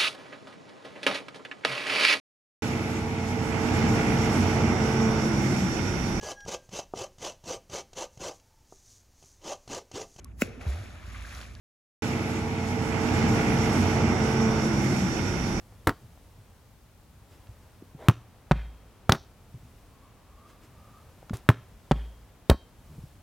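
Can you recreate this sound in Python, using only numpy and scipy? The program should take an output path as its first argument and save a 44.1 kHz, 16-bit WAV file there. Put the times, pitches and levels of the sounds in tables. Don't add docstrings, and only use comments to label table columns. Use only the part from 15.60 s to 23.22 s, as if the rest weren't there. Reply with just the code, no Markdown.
import sys
import numpy as np
from scipy import signal
from scipy.fft import rfft, irfft, next_fast_len
from scipy.io import wavfile

SR = 44100
rng = np.random.default_rng(int(sys.argv[2]) if len(sys.argv) > 2 else 0)


def master_out(mix):
    frames = np.transpose(np.atleast_2d(mix))
    ceiling = np.clip(frames, -1, 1)
    pcm = np.round(ceiling * 32767).astype(np.int16)
    wavfile.write(sys.argv[1], SR, pcm)


N = 336042
TIME = np.arange(N) / SR
BLOW_SIZE = 32768
AGE = np.arange(BLOW_SIZE) / SR

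# (frequency [Hz], relative level [dB])
AIR_COLOUR = [(15, -42.5), (25, -5), (48, 1.5), (108, 0), (137, -7.5), (206, -11), (263, -15), (301, -18),
              (344, -20.5), (427, -20), (988, -24), (1100, -25), (1840, -31.5), (13200, -38),
              (16000, -42.5)]
# (time [s], relative level [dB])
WASH = [(0.0, -65), (1.4, -67.5), (1.78, -65), (3.52, -63), (3.88, -65), (5.26, -62.5), (7.62, -65.5)]
# (centre time [s], length [s], effort [dB])
MOVES = [(0.3, 1.8, -1), (2.0, 0.87, -2), (4.1, 0.64, -1), (5.45, 1.1, -1), (6.4, 0.73, -2.5),
         (7.38, 0.44, 2.5)]
# (centre time [s], length [s], level [dB])
WHINE_SWELLS = [(4.449, .4, -67), (4.857, 0.25, -61), (5.32, 0.31, -60.5)]
WHINE_HZ, WHINE_RISE_HZ_PER_S = 1115, 120

# (peak time [s], peak level [dB], rise [s], t60 [s])
BRUSHES = [(1.73, -59.5, 0.037, 0.66), (4.91, -59, .04, .2), (5.05, -58, 0.034, 0.16),
           (5.737, -40.5, 0.0023, 0.19)]
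# (frequency [Hz], relative level [dB])
BRUSH_COLOUR = [(180, -25), (300, 1.5), (603, -13), (978, -11), (1140, -13), (9240, -24.5), (16000, -31)]
# (frequency [Hz], relative level [dB])
SWING_COLOUR = [(200, -8), (400, 1.5), (750, 1.5), (1300, -9), (1700, -13), (2100, -11), (2700, -24),
                (3400, -17), (4500, -28), (7000, -29), (12000, -34)]
SWING_START_S, SWING_ATTACK_S, SWING_HOLD_S, SWING_T60_S, SWING_DB = 2.375, 0.043, 0.096, 0.09, -47
# (time [s], relative level [dB], frequency [Hz], t60 [s])
BUMPS = [(0.415, -37, 123, 0.19), (0.785, -42.5, 112.4, .25), (1.889, -33.5, 101, 0.09),
         (2.348, -29.5, 140, 0.053), (3.941, -30.5, 124, 0.1), (4.028, -42, 110, 0.29),
         (5.176, -36.5, 160, 0.031), (5.707, -24, 200, 0.075), (5.730, -19, 104, 0.08),
         (6.943, -23, 220, .03), (7.298, -37, 149, 0.28), (7.38, -26.5, 139, .056),
         (7.435, -33, 137, 0.077)]
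# (time [s], peak level [dB], frequency [Hz], t60 [s])
TICKS = [(0.123, -46, 696, .028), (0.575, -48, 910, 0.01), (1.871, -48.5, 2780, .0075),
         (2.222, -35.5, 350, 0.017), (5.628, -37, 536, 0.011), (5.696, -34, 1500, 0.015),
         (5.696, -39, 4500, 0.011), (5.733, -27, 644, 0.0086), (5.770, -35, 9000, 0.0089),
         (5.864, -47, 900, .014)]

# (frequency [Hz], relative level [dB], t60 [s])
BALL_AIR = [(1087, 6, 0.16), (1274, 0.5, .1), (1880, -1.5, .12), (2340, -10.5, .12), (3030, -8.5, .16),
            (3150, -4.5, .52), (3872, -8, 0.35), (4190, -6, 0.24), (4557, -7, 0.33), (5000, -26, 0.34)]
# (frequency [Hz], relative level [dB])
CRACK_COLOUR = [(200, -12.5), (700, -2.5), (1400, 8.5), (2100, 2.5), (3300, 7), (5500, -5.5), (7500, -6.5),
                (11000, -4.5), (16000, -12.5)]
# (frequency [Hz], relative level [dB])
SHELL_COLOUR = [(80, 3.5), (200, 14.5), (400, 7), (800, 3.5), (1400, 0.5), (2100, -7.5), (3500, -19.5),
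                (6000, -23.5), (10000, -26.5), (16000, -26.5)]

# (time [s], strength [dB], relative air ring [dB],
#                    slap on landing [Hz], slap on springing off [Hz])
WALL_HITS = [(2.9120, 0, -1, 840, 750), (6.3119, -.5, 4, 735, 710)]
# (time after the touch [s], thump [dB], thump [Hz],
#   thump length [s], slap [dB], slap length [cycles], crack [dB], shell [dB], air ring [dB],
#   air ring tilt [dB per octave])
WALL_CONTACTS = [(0, -10, 133.7, .011, 1, 1.9, -23, -19, -62, -5),
                 (.0053, -20.5, 132.5, .017, -2.5, 1.9, -17, -27, -68, -5)]
# (time [s], palm thump [dB], palm thump [Hz], palm slap [dB], palm slap [Hz],
#   delay of the fingers [s], finger slap [dB], finger slap [Hz], finger crack [dB], finger shell [dB],
#   finger air ring [dB], air ring tilt [dB per octave])
CATCHES = [(0.2704, -16, 80, -8, 620, .0022, -9.5, 1420, -18, -16.5, -54, -6),
           (0.2925, -28, 149, -19, 1200, 0.00098, -13, 1370, -26.5, -30.5, -67, -3),
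           (3.4936, -9, 96, -0.5, 590, 0.0017, -3, 1254, -17, -25.5, -51.5, 7),
           (3.5199, -17.5, 125, -1.5, 1000, .0022, 2.5, 3670, -20, -21, -54, 2),
           (3.546, -30, 150.3, -25, 600, .003, -23, 1150, -39.5, -35, -66, 0.5),
           (6.8974, -10, 74, 4, 420, .0023, -9.5, 3850, -14.5, -23.5, -46, -3.5),
           (6.9105, -10, 64, -16, 610, 0.0021, -13.5, 575, -47, -29.5, -79, 0)]
CATCH_THUMP_SWINGS, PALM_CYCLES, FINGER_CYCLES = 1.0, 2.3, 10
FINGER_THUMP_DB, FINGER_THUMP_HZ, FINGER_THUMP_S = -11, 231, 0.008
PALM_CRACK_DB, PALM_SHELL_DB, PALM_AIR_DB = -5.5, -3.5, -12
SECOND_FINGER_S, SECOND_FINGER_DB, SECOND_FINGER_PITCH = 0.0002, -5, 1.4
# (time [s], strength [dB], relative air ring [dB],
#          slap of the palm [Hz], of the finger snap [Hz], of the release [Hz])
SERVES = [(2.4848, 0, -6, 1200, 3300, 1120), (5.8895, 0, -2, 1500, 2700, 1060)]
SERVE_CONTACTS = [(0, -3.5, 117, 0.014, -1.5, 6.2, -15, -14.5, -53.5, -3),
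                  (.0006, -32, 261, 0.0071, -8.5, 12, -26.5, -33, -65, -5),
                  (0.0122, -21, 197, .0043, -8.5, 6.5, -46, -27, -72, -9)]

# (delay [s], level [dB], low-pass cut-off [Hz])
WALL_ECHOES = [(0.0268, -24.5, 149), (.0450, -15.5, 109.7), (.064, -38.5, 4000)]
CATCH_ECHOES = [(.0075, -21.5, 2700), (.032, -22, 1500)]
SERVE_ECHOES = [(0.026, -26, 7000), (0.0701, -40.5, 7000)]
# (frequency [Hz], relative level [dB])
SCATTER_WALL = [(40, -16), (75, -1), (150, -23), (400, -26.5), (1200, -20.5), (2200, -11.5), (3400, -13),
                (5000, -12.5), (8000, -16.5), (16000, -29)]
# (frequency [Hz], relative level [dB])
SCATTER_NEAR = [(50, -31), (130, -30), (400, -28), (1200, -29), (3300, -27.5), (6000, -21), (9000, -32.5),
                (16000, -48)]

# (frequency [Hz], level [dB])
WIDTH_COLOUR = [(100, -39), (1200, -51.5), (3000, -40), (12000, -32.5)]
# (frequency [Hz], relative level [dB])
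HISS_COLOUR = [(18, -28), (30, 0), (132, -8), (211, -11.5), (260, -10.5), (364, -14.5), (1600, -21.5),
               (15000, -27.5)]


def amp(db):
    return 10 ** (np.asarray(db) / 20)


def rms_one(x):
    return x / np.sqrt(np.mean(x ** 2) + 1e-20)


def add(track, s, sound):
    at = int(round(s * SR))
    track[at:at + len(sound)] += sound[:len(track) - at]


def butter(x, hz, kind, order=2):
    sections = signal.butter(order, hz, kind, fs=SR, output="sos")
    return signal.sosfilt(sections, x + 1e-18)


def colour(x, points):
    size = 2 * next_fast_len(len(x) // 2 + 1)
    hz, db = np.transpose(points)
    bins = np.maximum(np.arange(size // 2 + 1) * SR / size, 1)
    gain = amp(np.interp(np.log(bins), np.log(hz), db))
    cepstrum = irfft(np.log(gain))
    cepstrum[1:size // 2] *= 2
    cepstrum[size // 2 + 1:] = 0
    response = np.exp(rfft(cepstrum))
    return irfft(rfft(x, size) * response)[:len(x)]


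def noise(points, size):
    return rms_one(colour(rng.standard_normal(size), points))


def drift(per_s):
    knots = rng.standard_normal(4096)
    return np.interp(TIME * per_s, np.arange(len(knots)), knots)


def fade(t60):
    return np.exp(-np.log(1000) * AGE / t60)


def ring(hz, t60):
    return np.sin(2 * np.pi * hz * AGE) * fade(t60)


def swell(s, length):
    return np.exp(-(2 * (TIME - s) / length) ** 2)


def outdoors(rumble_db=-57, gust_db=1.5, wash_db=3.5, rustle_db=-76,
             moving_low_db=-56, moving_mid_db=-67, moving_top_db=-69.5):
    effort = sum(amp(db) * swell(s, length) for s, length, db in MOVES)
    wash_times, wash_levels = np.transpose(WASH)
    wash = amp(np.interp(TIME, wash_times, wash_levels) + wash_db)
    low_level = np.hypot(amp(rumble_db), amp(moving_low_db) * effort) * amp(gust_db * drift(12))
    middle_level = np.hypot(wash, amp(moving_mid_db) * effort)
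    top_level = np.hypot(amp(rustle_db), amp(moving_top_db) * effort)
    low = rms_one(butter(noise(AIR_COLOUR, N), 250, "low"))
    middle = rms_one(butter(noise(AIR_COLOUR, N), [250, 3200], "band"))
    top = rms_one(butter(noise(AIR_COLOUR, N), 3545, "high"))
    return low_level * low + middle_level * middle + top_level * top


def whine():
    hz = WHINE_HZ + WHINE_RISE_HZ_PER_S * (TIME - WHINE_SWELLS[0][0])
    phase = 2 * np.pi * np.cumsum(hz) / SR
    level = sum(amp(db) * swell(s, length) for s, length, db in WHINE_SWELLS)
    band = drift(190) * np.sin(phase) + drift(210) * np.cos(phase)
    return level * rms_one(band)


def shirt():
    strokes = np.zeros(N)
    for s, db, rise, t60 in BRUSHES:
        before = np.minimum(TIME - s, 0)
        after = np.maximum(TIME - s, 0)
        strokes += amp(db) * np.exp(-(before / rise) ** 2 - np.log(1000) * after / t60)
    age = TIME - SWING_START_S
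    attack = np.clip(age / SWING_ATTACK_S, 0, 1)
    release = np.exp(-np.log(1000) * np.maximum(age - SWING_HOLD_S, 0) / SWING_T60_S)
    brushing = strokes * noise(BRUSH_COLOUR, N)
    return brushing + amp(SWING_DB) * attack * release * noise(SWING_COLOUR, N)


def player():
    out = np.zeros(N)
    for s, db, hz, t60 in BUMPS:
        band = [hz / 2, hz * 1.21]
        scuff = rms_one(butter(rng.standard_normal(BLOW_SIZE), band, "band")) * fade(t60)
        thud = 0.73 * ring(hz, t60) + 0.46 * scuff
        add(out, s, amp(db) * butter(thud, 3.2 * hz, "low", order=3))
    for s, db, hz, t60 in TICKS:
        burst = rng.standard_normal(BLOW_SIZE) * fade(t60)
        snap = butter(burst, [hz / 2, hz * 1.21], "band")
        add(out, s, amp(db) * snap / np.abs(snap).max())
    return out


def park(x, echoes, scatter, build_s, t60, wet_db, grain_db=4):
    out = x.copy()
    for delay, db, cut_hz in echoes:
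        add(out, delay, amp(db) * butter(x, cut_hz, "low", order=1))
    trees = rng.standard_normal(BLOW_SIZE) * amp(grain_db * drift(700)[:BLOW_SIZE])
    trees *= (1 - np.exp(-AGE / build_s)) ** 2 * fade(t60)
    trees /= np.sqrt(np.sum(trees ** 2))
    trees = colour(trees, scatter)
    return out + amp(wet_db) * signal.fftconvolve(x, trees)[:N]


def blow(row, crack_t60, shell_t60, flex_s, flex_lead, squeeze_s=0.00015, split_hz=5):
    (thump_db, thump_hz, thump_s, slap_db, slap_hz, cycles,
     crack_db, shell_db, air_db, air_tilt_db) = row
    squeeze = 1 - np.exp(-AGE / squeeze_s)
    out = -amp(slap_db) * ring(slap_hz, cycles / slap_hz)
    out += amp(crack_db) * noise(CRACK_COLOUR, BLOW_SIZE) * fade(crack_t60) * squeeze
    swings = np.sin(2 * np.pi * thump_hz * AGE + flex_lead) * np.exp(-(AGE / thump_s) ** 2)
    add(out, flex_s, amp(thump_db) * swings * squeeze)
    out += amp(shell_db) * noise(SHELL_COLOUR, BLOW_SIZE) * fade(shell_t60) * squeeze
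    for hz, db, t60 in BALL_AIR:
        pair = ring(hz, t60) + 0.25 * ring(hz + split_hz * rng.uniform(1, 2), t60)
        tilt_db = air_tilt_db * np.log2(hz / 3000)
        out += amp(air_db + db + tilt_db) * pair
    return out


def strikes(rows, crack_t60, shell_t60, flex_s, flex_lead):
    out = np.zeros(N)
    for s, *row in rows:
        add(out, s, blow(row, crack_t60, shell_t60, flex_s, flex_lead))
    return out


def repeated(hits, contacts):
    rows = []
    for s, db, ring_db, *pitches in hits:
        for slap_hz, contact in zip(pitches, contacts):
            after, thump, thump_hz, thump_s, slap, cycles, crack, shell, air, tilt = contact
            rows.append((s + after, thump + db, thump_hz, thump_s, slap + db, slap_hz, cycles,
                         crack + db, shell + db, air + ring_db, tilt))
    return rows


def palm_and_fingers(hands):
    finger_pair = ((0, 0, 1), (SECOND_FINGER_S, SECOND_FINGER_DB, SECOND_FINGER_PITCH))
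    rows = []
    for hand in hands:
        (s, thump, thump_hz, palm, palm_hz, later, fingers, fingers_hz,
         crack, shell, air, tilt) = hand
        rows.append((s, thump, thump_hz, CATCH_THUMP_SWINGS / thump_hz, palm, palm_hz, PALM_CYCLES,
                     crack + PALM_CRACK_DB, shell + PALM_SHELL_DB, air + PALM_AIR_DB, tilt))
        for after, db, pitch in finger_pair:
            rows.append((s + later + after, thump + FINGER_THUMP_DB + db, FINGER_THUMP_HZ, FINGER_THUMP_S,
                         fingers + db, fingers_hz * pitch, FINGER_CYCLES,
                         crack + db, shell + db, air + db, tilt))
    return rows


def wall_hits(wobble_db=-23, wobble_hz=55, wobble_t60=0.63, ping_db=-48, ping_hz=3230, ping_t60=0.65,
              approach_s=0.13, distance_hz=6000):
    contacts = strikes(repeated(WALL_HITS, WALL_CONTACTS),
                       crack_t60=0.0087, shell_t60=0.054, flex_s=0.0003, flex_lead=0.14)
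    dry = butter(contacts, distance_hz, "low")
    pings = np.zeros(N)
    nearer = 1 - np.exp(-AGE / approach_s)
    for s, *_ in WALL_HITS:
        add(dry, s, amp(wobble_db) * ring(wobble_hz, wobble_t60))
        add(pings, s, amp(ping_db) * ring(ping_hz, ping_t60) * nearer)
    return park(dry, WALL_ECHOES, SCATTER_WALL, build_s=0.034, t60=0.47, wet_db=-3.0) + pings


def catches():
    dry = strikes(palm_and_fingers(CATCHES), crack_t60=0.012, shell_t60=0.09, flex_s=0.00083, flex_lead=0.2)
    return park(dry, CATCH_ECHOES, SCATTER_NEAR, build_s=0.007, t60=0.34, wet_db=-3.0)


def serves():
    dry = strikes(repeated(SERVES, SERVE_CONTACTS),
                  crack_t60=0.0097, shell_t60=0.06, flex_s=0.0009, flex_lead=0.99)
    return park(dry, SERVE_ECHOES, SCATTER_NEAR, build_s=0.0057, t60=0.39, wet_db=4.0)


def scene(width_s=0.0016):
    mono = outdoors() + whine() + shirt() + player() + wall_hits() + catches() + serves()
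    side = np.zeros(N)
    add(side, width_s, colour(mono, WIDTH_COLOUR))
    return np.array([mono + side, mono - side])


def record(dry, ceiling=1.36, hiss_left_db=-62, hiss_right_db=-65, cutoff_hz=16300):
    hiss = np.array([amp(db) * noise(HISS_COLOUR, N) for db in (hiss_left_db, hiss_right_db)])
    rolled_off = butter(dry, 28, "high")
    rounded = ceiling * np.tanh(rolled_off / ceiling)
    top_cut = signal.ellip(10, 0.1, 80, cutoff_hz, fs=SR, output="sos")
    return signal.sosfilt(top_cut, rounded + hiss)


dry = scene()
out = record(dry)
master_out(out)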